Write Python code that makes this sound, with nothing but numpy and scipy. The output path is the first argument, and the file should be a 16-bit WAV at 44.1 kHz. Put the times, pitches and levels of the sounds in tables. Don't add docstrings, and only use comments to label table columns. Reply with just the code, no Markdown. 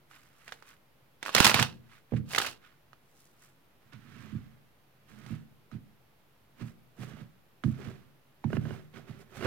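import sys
import numpy as np
from scipy import signal
from scipy.fft import rfft, irfft, next_fast_len
from scipy.io import wavfile
from scipy.ndimage import map_coordinates

SR = 44100
rng = np.random.default_rng(int(sys.argv[2]) if len(sys.argv) > 2 else 0)


def inscribe(sig):
    pcm = np.round(np.clip(np.atleast_2d(sig).T, -1, 1) * 32767)
    wavfile.write(sys.argv[1], SR, pcm.astype(np.int16))


def gain_from_decibels(decibels):
    exponent = np.asarray(decibels, float) / 20
    return 10 ** exponent


N = 417186

# frequency in Hz, width in Hz, level in dB.
DECK_RINGS = [(388, 69, 2.5), (680, 190, -2), (924, 820, -9.5), (1549, 420, -4), (2880, 210, -14.5),
              (4250, 780, -26)]


def unit(x):
    return x / np.sqrt(np.mean(x ** 2) + 1e-20)


def along(points, hz):
    point_hz, values = np.transpose(points)
    return np.interp(np.log(hz + 1), np.log(point_hz + 1), values)


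def curves(rows):
    times, *columns = np.transpose(rows)
    return [np.interp(np.arange(N) / SR, times, column) for column in columns]


def filtered(x, response):
    size = next_fast_len(N + SR // 4)
    spectrum = rfft(x, size) * response(np.fft.rfftfreq(size, 1 / SR))
    return irfft(spectrum, size)[..., :N]


def mode(f, hz, width):
    return 1j * f * width / (hz * hz - f * f + 1j * f * width)


def modes(rows):
    return lambda f: sum((-1) ** k * gain_from_decibels(db) * mode(f, hz, width) for k, (hz, width, db) in enumerate(rows))


def pair(colour, split_hz, source):
    turn = lambda hz: np.pi / 4 * hz / (hz + split_hz)
    mid, side = filtered(source, lambda hz: colour(hz) * [np.cos(turn(hz)), np.sin(turn(hz))])
    return unit(np.array([mid + side, mid - side]))


def grainy(spread_db, grain_s):
    knots = rng.standard_normal(int(N / SR / grain_s) + 4)
    strength = gain_from_decibels(spread_db * map_coordinates(knots, [np.arange(N) / SR / grain_s], order=1))
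    return unit(rng.standard_normal((2, N)) * strength)


def slide():
    # frequency in Hz, width in Hz, level in dB.
    fanned = [(1100, 1200, -0.5), (1913, 1200, 0), (2650, 400, 3.5), (4600, 2500, -4.5)]
    # frequency in Hz, width in Hz, level in dB.
    bent = [(1207.6, 490, 11), (1980, 2100, 7.5), (4330, 1200, -19.5)]
    # frequency in Hz, relative level per Hz in dB.
    fizz_colour = [(2100, -17.5), (4800, -7), (8200, -6), (16000, -16)]
    laid_down_s, stacked_s = 3.7, 9.2

    stream_gain, stroke_gain, fizz_gain = sliding()
    rub_gain = stream_gain + stroke_gain
    t = np.arange(N) / SR
    on_table = np.clip((t - laid_down_s) * 5, 0.06, 1)

    smooth = 0.6 * on_table
    grains = np.sqrt(1 - smooth) * grainy(spread_db=4, grain_s=0.0035)
    grains = grains + np.sqrt(smooth) * rng.standard_normal((2, N))

    stream_colour = lambda hz: modes(fanned)(hz) / (1 + (hz / 8000) ** 2)
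    stroke_colour = lambda hz: modes(bent)(hz) / (1 + (hz / 6500) ** 2)
    rub = stream_gain * pair(stream_colour, 2000, grainy(spread_db=2.5, grain_s=0.0027))
    rub += stroke_gain * pair(stroke_colour, 1600, grains)

    thick = np.interp(t, [laid_down_s, stacked_s], [0.15, 1], left=0)
    pile_hum = unit(filtered(grainy(spread_db=5, grain_s=0.005)[0], modes(DECK_RINGS[:3])))
    rub += thick * rub_gain * gain_from_decibels(3) * pile_hum

    fizz_noise = grainy(spread_db=5, grain_s=0.0018)
    fizz = fizz_gain * pair(lambda hz: gain_from_decibels(along(fizz_colour, hz)), 2300, fizz_noise)
    shake = rng.standard_normal((2, N))
    drag = on_table * rub_gain * gain_from_decibels(34.5) * (shake[1] + 0.47 * shake)
    return rub, fizz, drag


def sliding():
    # time in seconds, rub level in dB, fizz level in dB.
    riffle = [(1.21, -70.5, -90.5), (1.27, -46.5, -49), (1.32, -51.5, -60.5), (1.365, -28.5, -40),
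              (1.46, -28, -29.5), (1.5, -27, -31.5), (1.535, -36.5, -46.5), (1.56, -29, -40.5),
              (1.62, -31, -46.5), (1.81, -79, -89)]
    cascade = [(2.25, -78, -87), (2.311, -46.5, -46), (2.401, -42, -42.5), (2.47, -38.5, -42.5),
               (2.581, -68, -74.5)]
    # peak time in seconds, rise in seconds,
    # fall in seconds, rub level in dB, fizz against rub in dB.
    strokes = [(.12, 0.042, 0.27, -60.5, -3.5), (0.522, 0.3, 0.14, -60, -4.5), (0.699, .1, .08, -56.5, -6),
               (1.942, 0.11, 0.095, -58.5, -11), (2.168, 0.082, 0.054, -54.5, -13.5),
               (2.66, 0.12, 0.141, -62, -20), (3.201, 0.19, 0.23, -76.5, 10), (3.44, 0.11, .12, -65, 2),
               (3.928, 0.012, 0.079, -58, -30), (4.219, 0.42, 0.38, -59, -10.5),
               (5.09, 0.021, 0.49, -65, -7), (5.322, 0.28, 0.1185, -58.5, -7),
               (5.729, 0.024, 0.073, -62.5, -16), (6.619, 0.057, 0.037, -54, -9),
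               (6.678, 0.091, 0.075, -62.5, -1.5), (7.025, 0.06, 0.08, -53.5, -4),
               (7.099, 0.091, 0.215, -60, -12), (7.209, .12, .07, -61.5, -12.5),
               (7.642, 0.016, 0.33, -62.5, -3), (7.852, 0.19, 0.23, -57, -12), (8.56, 0.13, 0.032, -57, -5),
               (8.73, 0.29, 0.16, -57.5, -7.5), (8.943, 0.017, 0.16, -58.5, -14),
               (8.985, 0.067, 0.021, -59, -8.5), (9.083, 0.028, 0.22, -61, -13),
               (9.213, 0.065, 0.043, -64.5, -0.5), (9.38, 0.097, .1, -53.5, -5),
               (9.45, 0.068, .1, -45.5, -11)]
    depth_db, roundness = 23.5, 1.3

    t = np.arange(N) / SR
    power = np.zeros((3, N))
    for stream in riffle, cascade:
        running = (t > stream[0][0]) * (t < stream[-1][0])
        power[::2] += gain_from_decibels(curves(stream)) ** 2 * running
    for peak_s, rise, fall, db, fizz_db in strokes:
        away = np.abs(t - peak_s) / np.where(t < peak_s, rise, fall)
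        stroke_db = db - depth_db * away ** roundness
        power[1:] += gain_from_decibels(stroke_db + [[0], [fizz_db]]) ** 2
    return np.sqrt(power)


def snaps():
    # start in seconds, level in dB, pitch in Hz.
    flicks = [(0.112, -42, 1350), (0.479, -33, 1863), (0.491, -37, 1390), (0.522, -25.5, 1580),
              (0.624, -36, 1335), (1.228, -23, 1964), (1.252, -30, 2000), (1.261, -21, 1530),
              (1.272, -29, 1800), (1.281, -24.5, 1230), (1.292, -21, 1100), (1.349, -8, 4800),
              (1.364, -12.5, 2650),  (1.381, -9.5, 2179), (1.402, -6, 2883), (1.445, -6.5, 4500),
              (1.45, -8.5, 1940), (1.454, -10.5, 7500), (1.466, -8.5, 7000), (1.475, -13, 4800),
              (1.496, -11, 2500), (1.514, -10.5, 1293), (1.543, -8.5, 2667), (1.592, -10, 1357),
              (1.597, -12, 2352), (1.626, -11, 2750), (2.122, -25, 457.5), (2.136, -25, 485),
              (2.334, -24, 2000), (2.348, -17, 2100), (2.36, -20, 3443), (2.38, -11.5, 1277),
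              (2.383, -12.5, 3480), (2.401, -17.5, 1300), (2.416, -22, 3000), (2.42, -18.5, 1600),
              (2.447, -22, 1530), (2.466, -23.5, 2000), (2.931, -41.5, 1313), (3.933, -46, 2100),
              (5.263, -42, 1990), (5.715, -43, 1310), (7.637, -28.5, 1310), (8.441, -28.5, 843)]
    out = np.zeros((2, N + SR))
    t = np.arange(SR // 20) / SR
    burst = (1 - np.exp(-t / 0.00034)) * (gain_from_decibels(-60 * t / 0.023) + 0.13 * gain_from_decibels(-60 * t / 0.14))
    for s, db, hz in flicks:
        ring = np.sin(2 * np.pi * hz * t) * gain_from_decibels(-60 * t * hz / 11) * (1 - np.exp(-t * hz * 4))
        noise = rng.standard_normal((3, len(t)))
        pole = np.exp(-2 * np.pi * min(2.7 * hz, 6500) / SR)
        crack = signal.lfilter([1], np.poly([pole, pole, pole]), noise[0] + 2.2 * noise[1:])
        crack *= min(hz + 900, 5000) / 7000 / np.std(crack)
        out[:, round(s * SR):][:, :len(t)] += gain_from_decibels(db) * (ring + crack * burst)
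    return signal.lfilter([1, -1], [1, -np.exp(-2 * np.pi * 400 / SR)], out[:, :N])


def knocks():
    # start in seconds, strength in dB.
    hits = [(8.501, -37.5), (8.529, -28), (8.551, -37), (8.567, -26.5), (8.652, -37), (8.706, -35),
            (8.969, -47), (9.408, -32), (9.424, -28), (9.433, -31), (9.444, -31), (9.454, -23.5)]
    contact_s = 0.0033
    blows = np.zeros(N + SR)
    t = np.arange(SR // 40) / SR
    for s, db in hits:
        bump = t / contact_s * np.exp(-2 * t / contact_s)
        scratch = 0.95 + 0.7 * rng.standard_normal(len(t))
        blows[round(s * SR):][:len(t)] += gain_from_decibels(db) * bump * scratch
    return gain_from_decibels(27.5) * filtered(blows[:N], modes(DECK_RINGS))


def table(drag):
    # frequency in Hz, width in Hz, right level in dB, left level in dB.
    top_rings = [(58, 71, -12.5, -18.5), (91.9, 19, -2, -13.5), (122.5, 12, 2, -9.5),
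                 (153.8, 13, 1.5, -11.5), (215.5, 24, -0.5, -20.5), (330, 60, -16, -27)]
    pushes = np.zeros(N + SR)
    push = np.hanning(80)
    for s, db in thumps():
        pushes[round(s * SR):][:len(push)] += 1.9 * gain_from_decibels(db) * push

    def body(f):
        return sum((-1) ** k * gain_from_decibels([[left], [right]]) * mode(f, hz, width)
                   for k, (hz, width, right, left) in enumerate(top_rings))

    band = lambda f: (1j * f / (50 + 1j * f) / (1 + 1j * f / 900)) ** 2
    return filtered(pushes[:N] + drag, lambda f: body(f) * band(f))


def thumps():
    # flat-down time in seconds, strength in dB,
    # lead of the edge in seconds.
    landings = [(2.137, -4.5, 0.017), (4.349, -12, 0.024), (5.321, -13.5, 0.01805), (5.747, -17, 0.024),
                (6.625, -14, .017), (7.002, -19, 0.016), (7.648, -4, 0.00792), (7.678, -5.5, .015),
                (8.573, -5.5, 0.039)]
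    # start in seconds, strength in dB.
    presses = [(1.351, -14), (1.451, -11), (1.54, -8.5), (1.586, -10.5), (1.603, -5.5), (2.191, -10.5),
               (7.134, -21.5), (7.21, -22), (7.867, -15.5), (8.446, -5), (8.473, -11), (8.658, -15),
               (8.711, -18.5), (9.092, -21), (9.436, -16.5), (9.446, -10.5)]
    edge_db, settle_db = -4, -8.5
    settle_late = 1.5
    pushes = list(presses)
    for s, db, lead in landings:
        pushes += [(s - lead, db + edge_db), (s, db), (s + settle_late * lead, db + settle_db)]
    return pushes


def puff():
    u = (np.arange(N) / SR - 1.4068) / 0.00059
    swell = 0.5 * np.exp(-np.abs(u - 2.4) / np.where(u > 2.4, 2.2, 0.6))
    dip = np.exp(-u ** 2 / 2)
    return gain_from_decibels([[-24], [-6]]) * (swell - dip)


def room(x):
    # frequency in Hz, time to fall by 60 dB in seconds.
    decay = [(300, 0.59), (1000, 0.066), (5000, 0.15), (12000, 0.03)]
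    hz, t, spectrum = signal.stft(rng.standard_normal((2, SR // 2)), SR, nperseg=256)
    fade = gain_from_decibels(-60 * t / along(decay, hz)[:, None])
    tail = signal.istft(spectrum * fade, SR, nperseg=256)[1]
    delayed = np.pad(x, (200, 0))[None]
    return signal.fftconvolve(delayed, tail / np.linalg.norm(tail[0]), axes=1)[:, :N]


def quiet_room():
    # frequency in Hz, relative level per Hz in dB.
    quiet = [(20, -28.5), (50, -15.5), (75, -17.5), (120, -13.5), (137, -6), (165, -16.5), (400, -19),
             (1000, -23), (3000, -29), (8000, -41.5), (13000, -34), (16000, -38.5)]
    noise = pair(lambda hz: gain_from_decibels(along(quiet, hz)), 190, rng.standard_normal((2, N)))
    return gain_from_decibels(-65.5) * noise * gain_from_decibels([[-0.7], [0.7]])


def scene():
    # time in seconds, left minus right in dB.
    hands = [(3.6, -7.5), (3.95, -13), (9.46, -12)]
    rub, fizz, drag = slide()
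    pan_db = curves(hands)[0] * [[0.5], [-0.5]]
    cards = (snaps() + knocks() + rub) * gain_from_decibels(pan_db) + fizz * gain_from_decibels(0.4 * pan_db)
    lean_db = lambda hz: np.clip(np.log2(hz / 6000 + 1e-9), 0, 1) * [[4], [-4]]
    lead_s = 3.5e-5 * np.array([[1], [-1]])
    cards = filtered(cards, lambda hz: gain_from_decibels(lean_db(hz)) * np.exp(2j * np.pi * hz * lead_s))
    top = table(drag)
    echo = room(gain_from_decibels(-13) * cards.mean(0) + gain_from_decibels(-19) * top[1])
    return cards + top + echo + puff() + quiet_room()


def top_cut(x):
    return signal.sosfilt(signal.butter(12, 16830, fs=SR, output="sos"), x)


def record(dry):
    dulled = filtered(dry, lambda hz: np.where(hz < 15950, 1, 0.03))
    mix = dulled - 0.0004
    return top_cut(mix)


dry = scene()
out = record(dry)
inscribe(out)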